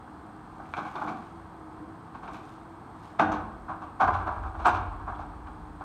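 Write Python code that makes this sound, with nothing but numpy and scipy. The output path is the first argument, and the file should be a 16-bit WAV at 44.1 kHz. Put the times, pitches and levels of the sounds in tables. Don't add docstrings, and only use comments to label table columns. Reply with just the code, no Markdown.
import sys
import numpy as np
from scipy import signal
from scipy.fft import rfft, irfft, next_fast_len
from scipy.io import wavfile

SR = 44100
rng = np.random.default_rng(int(sys.argv[2]) if len(sys.argv) > 2 else 0)


def int16_out(signal):
    q = np.round(np.clip(np.atleast_2d(signal).T, -1, 1) * 32767)
    wavfile.write(sys.argv[1], SR, q.astype(np.int16))


N = 257540
TIME = np.arange(N) / SR


def amp(db):
    return 10 ** (np.asarray(db) / 20)


def unit(x):
    return x / np.sqrt(np.mean(x ** 2) + 1e-20)


def read(points, hz):
    table_hz, value = np.transpose(points)
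    return np.interp(np.log(hz + 1), np.log(table_hz + 1), value)


def add(mix, start_s, sound):
    part = mix[max(round(start_s * SR), 0):][:len(sound)]
    part += sound[:len(part)]


def noise(spectrum):
    size = next_fast_len(N)
    white = rfft(rng.standard_normal(size))
    gain = amp(read(spectrum, np.fft.rfftfreq(size, 1 / SR)))
    return unit(irfft(white * gain, size)[:N])


def drift(per_s):
    knots = rng.standard_normal(4096)
    return unit(np.interp(TIME * per_s, np.arange(len(knots)), knots))


def click(spectrum, peak_hz=1000, peak_db=0, octaves=0.19, size=4096):
    hz = abs(np.fft.fftfreq(size, 1 / SR))
    distance = np.log2((hz + 1) / peak_hz) / octaves
    db = read(spectrum, hz) + peak_db / (1 + distance ** 2)
    log_gain = np.log(amp(np.maximum(db, -100)))
    response = np.exp(np.conj(signal.hilbert(log_gain)))
    return np.fft.ifft(response).real[:size // 2]


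def ring(modes, lift_db=0):
    t = TIME[:2 * SR]
    main_hz = max(modes, key=lambda mode: mode[1])[0]
    tone = np.zeros(len(t))
    for hz, db, t60 in modes:
        tilted_db = db + lift_db * np.log2(hz / main_hz)
        tone += amp(tilted_db - 60 * t / t60) * np.sin(2 * np.pi * hz * t)
    return tone


def breaks(size, per_s, spread_db):
    chance = rng.random(size)
    strength = rng.exponential(1, size)
    sign = rng.choice([-1, 1], size)
    return sign * amp(spread_db * np.minimum(strength, 3)) * (chance < per_s / SR)


def site(x, wet_db, gap=0.013, turn_s=0.5014, count=3):
    # (frequency [Hz], t60 [s])
    echo_decay = [(100, 1), (500, 0.73), (1400, 0.64), (3700, 0.55), (10000, 0.24)]
    wet = np.zeros(N)
    for k in range(count):
        sparse = rng.standard_normal(SR) * (rng.random(SR) < 3000 / SR)
        taps = sparse * np.clip(TIME[:SR] / gap - 1, 0, 1)
        hz, t, z = signal.stft(taps, SR, nperseg=256)
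        decay = amp(-60 * t / read(echo_decay, hz)[:, None])
        tail = signal.istft(z * decay, SR, nperseg=256)[1]
        share = np.cos(np.pi * (TIME / turn_s + k / count)) * np.sqrt(2 / count)
        wet += signal.fftconvolve(x * share, tail / np.linalg.norm(tail))[:N]
    return x + amp(wet_db) * wet


def machine(waver=0.00893, pump_waver=0.007, pump_db=-53.5):
    # (frequency [Hz], relative density [dB per Hz])
    rumble_colour = [(15, -52), (25, -29), (54, -5), (107, -4.5), (139, -8), (178, -7), (281, -7.5),
                     (316, -6), (355, -11), (461, -15), (532, -24), (560, -39.5), (730, -27), (1230, -120)]
    clatter_colour = [(310, -20), (520, -7.5), (583, -9), (626, -6), (676, -1.5), (735, 1.5), (955, 1),
                      (1290, -2), (1400, -8.5), (1510, -6.5), (2400, -28.5), (3120, -37), (5280, -120)]
    hiss_colour = [(1290, -37), (2200, 2.5), (2430, -2), (2680, -1.5), (3000, -5), (3260, -0.5),
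                   (3770, -6.5), (4090, -3.5), (5490, -12), (7250, -13.5), (8540, -9), (9570, -19),
                   (15500, -23.5)]
    rumble_db, clatter_db, hiss_db = -49.5, -49.5, -69.5
    # (frequency [Hz], level [dB])
    engine_tones = [(51, -70), (102, -70), (167, -64), (570, -75), (759, -69)]
    # (time [s], mean frequency [Hz])
    pump_pitch = [(0, 314.4), (.3, 312), (.9, 319.3), (1.05, 312), (1.3, 332), (1.7, 315.3), (1.95, 327),
                  (2.45, 314.7), (2.7, 333.7), (3.1, 308.5), (3.5, 330), (3.85, 315.4), (4.55, 328.2),
                  (4.75, 305), (5.2, 299.8), (5.5, 308), (5.84, 294.2)]
    firing_depth = 0.12

    engine_s = np.cumsum(1 + waver * drift(7)) / SR
    drone = np.zeros(N)
    for hz, db in engine_tones:
        level = amp(db + 4.7 * drift(7.3)) * np.sqrt(2)
        drone += level * np.sin(2 * np.pi * hz * engine_s)

    firing = 1 + firing_depth * np.cos(2 * np.pi * engine_tones[1][0] * engine_s)
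    clatter_level = amp(clatter_db + 0.15 * drift(2.3) + 0.2 * drift(57))
    clatter = clatter_level * firing * noise(clatter_colour)

    pump_hz = np.interp(TIME, *np.transpose(pump_pitch)) * (1 + pump_waver * drift(30.3))
    pump_turns = np.cumsum(pump_hz) / SR
    pump = amp(pump_db + 2.0 * drift(11)) * np.sqrt(2) * np.sin(2 * np.pi * pump_turns)

    rumble = amp(rumble_db) * noise(rumble_colour)
    hiss = amp(hiss_db) * noise(hiss_colour)
    return rumble + drone + clatter + pump + hiss


def electronics(whine_hz=8700, jitter_hz=70, whine_db=-82.5, tick_hz=7950, tick_s=0.0006, tick_at=.0318):
    ticks_per_s, tick_db = 30, -69
    turns = np.cumsum(whine_hz + jitter_hz * (drift(590) + drift(14) / 2)) / SR
    whine = amp(whine_db + 2.1 * drift(140)) * np.sqrt(2) * np.sin(2 * np.pi * turns)
    offset = (((TIME - tick_at) * ticks_per_s + .5) % 1 - .5) / ticks_per_s
    tone = np.sin(2 * np.pi * np.cumsum(tick_hz + 220 * drift(270)) / SR)
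    gate = np.exp(-(offset / tick_s) ** 2 / 2)
    return whine + amp(tick_db + 2 * drift(22)) * gate * tone


REFERENCE_DB = -20


def fractures(pieces, colour, levels_db, mode_ratio, peak_db, per_s, spread_db, rise, delay, linger,
              debris_db, debris_s, lead_db):
    rebound_s, rebound_db, rebound_growth = 0.023, -7.5, 0.11
    out = np.zeros(N)
    t = TIME[:SR // 2] - TIME[SR // 32]
    for (s, strength_db, _, hz, length), db in zip(pieces, levels_db):
        fall = max(length * linger, .002)
        first, second = (np.exp(-(u / np.where(u < 0, rise, fall)) ** 2) for u in (t, t - rebound_s))
        second_db = rebound_db + rebound_growth * (strength_db - REFERENCE_DB)
        swell = np.hypot(first, amp(second_db) * second)
        push = swell * breaks(len(t), per_s, spread_db)
        push += amp(lead_db) * np.linalg.norm(push) * (t == 0)
        scatter = breaks(len(t), per_s / 20, spread_db)
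        debris = amp(debris_db) * (t > 0) * np.exp(-t / debris_s) * scatter
        piece = click(colour, hz * mode_ratio, peak_db)
        volley = signal.fftconvolve(push + debris, piece)
        gain = amp(db) * np.linalg.norm(swell) / (np.linalg.norm(volley) + 1e-9)
        add(out, s + t[0] + delay, gain * volley)
    return out


def crunches(pieces, thump_db, wet_db, debris_db, rise_s, lead_db):
    # (frequency [Hz], relative density [dB per Hz])
    body_colour = [(200, -54.5), (400, -16.5), (520, -21.5), (600, -10), (680, -6), (760, 0), (900, -7),
                   (1050, -5), (1150, -3.5), (1380, -9.5), (1550, -8.5), (1740, -21.5), (1950, -31),
                   (2150, -29), (2700, -48), (4600, -100)]
    splinter_colour = [(1120, -36), (1900, -13.5), (2260, 3.5), (2950, -7), (3360, -5), (4150, -9),
                       (4910, -16), (6160, -15.5), (7030, -22.5), (8020, -24.5), (9230, -31),
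                       (10200, -29.5), (15500, -48)]
    thump_colour = [(59, -35), (100, -5), (243, -4), (285, 0.5), (312, -0.5), (381, -5), (520, -20),
                    (680, -63), (1140, -120)]
    thump_growth = 0.87
    _, db, bright_db, *_ = np.transpose(pieces)
    body = fractures(
        pieces, body_colour, db - 9.0, mode_ratio=0.97, peak_db=4.5, per_s=3000, spread_db=3,
        rise=rise_s, delay=0.001027, linger=1.29, debris_db=debris_db, debris_s=0.16, lead_db=lead_db)
    splinters = fractures(
        pieces, splinter_colour, db + bright_db - 4.5, mode_ratio=2.6, peak_db=3.0, per_s=3400, spread_db=4.0,
        rise=rise_s, delay=0.001, linger=1.3, debris_db=-0.5, debris_s=0.083, lead_db=-22.5)
    thump_levels_db = thump_db + thump_growth * (db - REFERENCE_DB)
    thump = fractures(
        pieces, thump_colour, thump_levels_db, mode_ratio=0.36, peak_db=2.5, per_s=1300, spread_db=2.5,
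        rise=0.0077, delay=0.00601, linger=1.28, debris_db=-20.5, debris_s=.1, lead_db=-11)
    return site(body + thump, wet_db) + site(splinters, wet_db=-11.0)


def snaps(gain_db=0, ring_db=10, octaves=0.11):
    # (time [s], level [dB], ring frequency [Hz], decay time [s])
    chips = [(0.654, -49, 2380, 0.0035), (0.956, -44, 3550, 0.0051), (1.077, -47, 2320, 0.007),
             (2.275, -42.5, 2400, .004), (3.195, -19, 1590, 0.0061), (3.196, -37, 2650, 0.016),
             (3.317, -51, 6260, 0.013), (4.663, -46, 8010, 0.017), (5.147, -57.5, 3320, 0.013),
             (5.469, -51, 2320, 0.0056)]
    out, t = np.zeros(N), TIME[:4096]
    for s, db, hz, length in chips:
        colour = [(hz / 8, -40), (hz / 2, -3), (hz, 0), (hz * 2, -18), (hz * 8, -60)]
        fade = np.exp(-t / length) * (1 - np.exp(-t / .001))
        crackle = rng.standard_normal(len(t)) * fade
        chip = signal.fftconvolve(crackle, click(colour, hz, ring_db, octaves))
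        add(out, s, amp(db + gain_db) * chip * np.linalg.norm(fade) / np.linalg.norm(chip))
    return out


def cracks(rattle_db=-22, rattle_s=0.016):
    # (time [s], level [dB])
    releases = [(0.7382, -21)]
    # (frequency [Hz], relative density [dB per Hz])
    crack_colour = [(300, -42), (500, -14), (740, 1), (1470, 3), (1930, -15), (2350, -1), (2850, -21),
                    (3700, -16), (4600, -31), (7000, -41), (13000, -87)]
    out, pulse, t = np.zeros(N), click(crack_colour), TIME[:2048]
    push = amp(rattle_db) * rng.standard_normal(len(t)) * np.exp(-t / rattle_s) / 2
    push[0] = 1
    for s, db in releases:
        add(out, s, amp(db) * signal.fftconvolve(push, pulse / abs(pulse).max()))
    return site(out, wet_db=-10.5)


def clanks(gain_db=-6, rise=0.022):
    # (time [s], relative level [dB])
    knocks = [(0.79, -42.5), (1.03, -36), (1.794, -44), (2.291, -46), (3.205, -28), (3.309, -32.5)]
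    # (frequency [Hz], relative level [dB], t60 [s])
    frame_modes = [(213.5, -1, 0.86), (304.8, 16.5, 0.28), (410, -12, 0.059), (500, -2.5, 0.5),
                   (760, -6, 0.49), (940, -48, .5), (1075, 8, 0.2), (1270, -18, 0.89), (1400, -6, 0.12),
                   (2420, -47, .4)]
    out, tone = np.zeros(N), ring(frame_modes)
    tone = tone * (1 - np.exp(-TIME[:len(tone)] / rise))
    for s, db in knocks:
        add(out, s, amp(db + gain_db) * tone)
    return out


def grit(per_s=700, spread_db=4):
    # (time of thickest flow [s], level [dB], spread [s])
    spills = [(.97, -63.5, 0.33), (2.35, -62, 0.036), (2.49, -65.5, 0.086), (3.048, -66, 0.083)]
    # (frequency [Hz], relative density [dB per Hz])
    grit_colour = [(500, -51), (1800, 5), (2400, 3), (3600, 2.5), (5000, -4), (7000, -5.5), (9000, -13),
                   (12000, -16), (15500, -26)]
    flow = sum(amp(db) * np.exp(-((TIME - s) / spread) ** 2) for s, db, spread in spills)
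    grains = signal.fftconvolve(breaks(N, per_s, spread_db), click(grit_colour))[:N]
    return site(flow * unit(grains), wet_db=-7.5)


def booms(rise=0.018, rubble_db=-5, rubble_s=0.78):
    # (time [s], relative level [dB], lift of the upper modes [dB per octave])
    blows = [(3.222, -43, 11), (4.02, -37, 6.5), (4.10, -37.5, 15), (4.342, -37, -3), (4.717, -37, 9),
             (5.389, -50, -10)]
    # (frequency [Hz], relative level [dB], t60 [s])
    wall_modes = [(43.04, -16.5, 9), (55.15, 1, 1.75), (64.9, -19, 0.61), (92, 1, 0.76)]
    # (frequency [Hz], relative density [dB per Hz])
    rubble_colour = [(15, -43), (28, -18), (40, 10), (90, 10.5), (125, -9), (200, -41), (500, -68)]
    out, shake_power, t = np.zeros(N), np.zeros(N), TIME[:2 * SR]
    onset = 1 - np.exp(-t / rise)
    for s, db, lift_db in blows:
        add(out, s, amp(db) * onset * ring(wall_modes, lift_db))
        shake = amp(db + rubble_db) * onset * np.exp(-t / rubble_s)
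        add(shake_power, s, shake ** 2)
    return out + np.sqrt(shake_power) * noise(rubble_colour)


def tumble(count=24, spread_db=2, spread_octaves=0.22):
    from_s, per_s, start_db, fade_db_per_s = 4.18, 20, -26, 13
    splinter_db, middle_hz, length_s = -30.5, 1050, 0.02
    late, size, pitch = rng.uniform(-1, 1, (count, 3)).T
    age = (np.arange(count) + late / 2) / per_s
    db = start_db - fade_db_per_s * age + spread_db * size
    hz = middle_hz * 2 ** (spread_octaves * pitch)
    return [(from_s + a, d, splinter_db, f, length_s) for a, d, f in zip(age, db, hz)]


def scene():
    # (time [s], strength [dB], splinters against body [dB], reference pitch [Hz], reference length [s])
    tears = [(.6, -33.5, -34, 600, 0.019), (.769, -22, -22, 1370, 0.024), (.852, -31.5, -19, 1010, 0.028),
             (.956, -24.5, -25, 864, 0.026), (1.017, -21.5, -31, 780, 0.018),
             (1.077, -23.5, -20.5, 870, 0.022), (2.148, -32, -24, 1040, .015),
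             (2.233, -32.5, -23.5, 1080, 0.025), (2.281, -29.5, -23, 1160, 0.016),
             (2.344, -36, -15.5, 940, 0.029), (3.196, -8, -26.5, 544, 0.015),
             (3.318, -22.5, -22.5, 1060, 0.03)]
    falls = [(3.692, -24.5, -33.5, 1068, 0.034), (3.822, -29.5, -28, 1050, 0.024),
             (4.011, -8, -30, 894, 0.019), (4.082, -10.5, -32.5, 1000, 0.0097),
             (4.141, -18.5, -26.5, 1050, 0.018), (4.272, -19, -32.5, 1001, 0.024),
             (4.598, -29.5, -23.5, 1040, 0.043), (4.66, -7.5, -25.5, 985, .026),
             (4.748, -19, -24, 1040, 0.018), (5.081, -24.5, -35, 1000, 0.037),
             (5.195, -30, -27, 881, 0.026), (5.469, -34.5, -29, 1200, 0.023),
             (5.815, -28.5, -31, 927, 0.013)]
    tearing = crunches(tears, thump_db=-39.5, wet_db=-7.5, debris_db=-11, rise_s=0.0047, lead_db=-11)
    landing = list(falls) + tumble()
    falling = crunches(landing, thump_db=-45.5, wet_db=-11.5, debris_db=-13, rise_s=0.0096, lead_db=-15.5)
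    chips = site(snaps(), wet_db=-12.5)
    steady = machine() + electronics()
    return (steady + tearing + falling + chips + cracks() + clanks() + grit() + booms())[None]


def record(dry):
    edge_hz = 15700
    low_pass = signal.firwin(511, edge_hz, window=("kaiser", 9), fs=SR)
    return signal.oaconvolve(dry, low_pass[None], "same")


dry = scene()
out = record(dry)
int16_out(out)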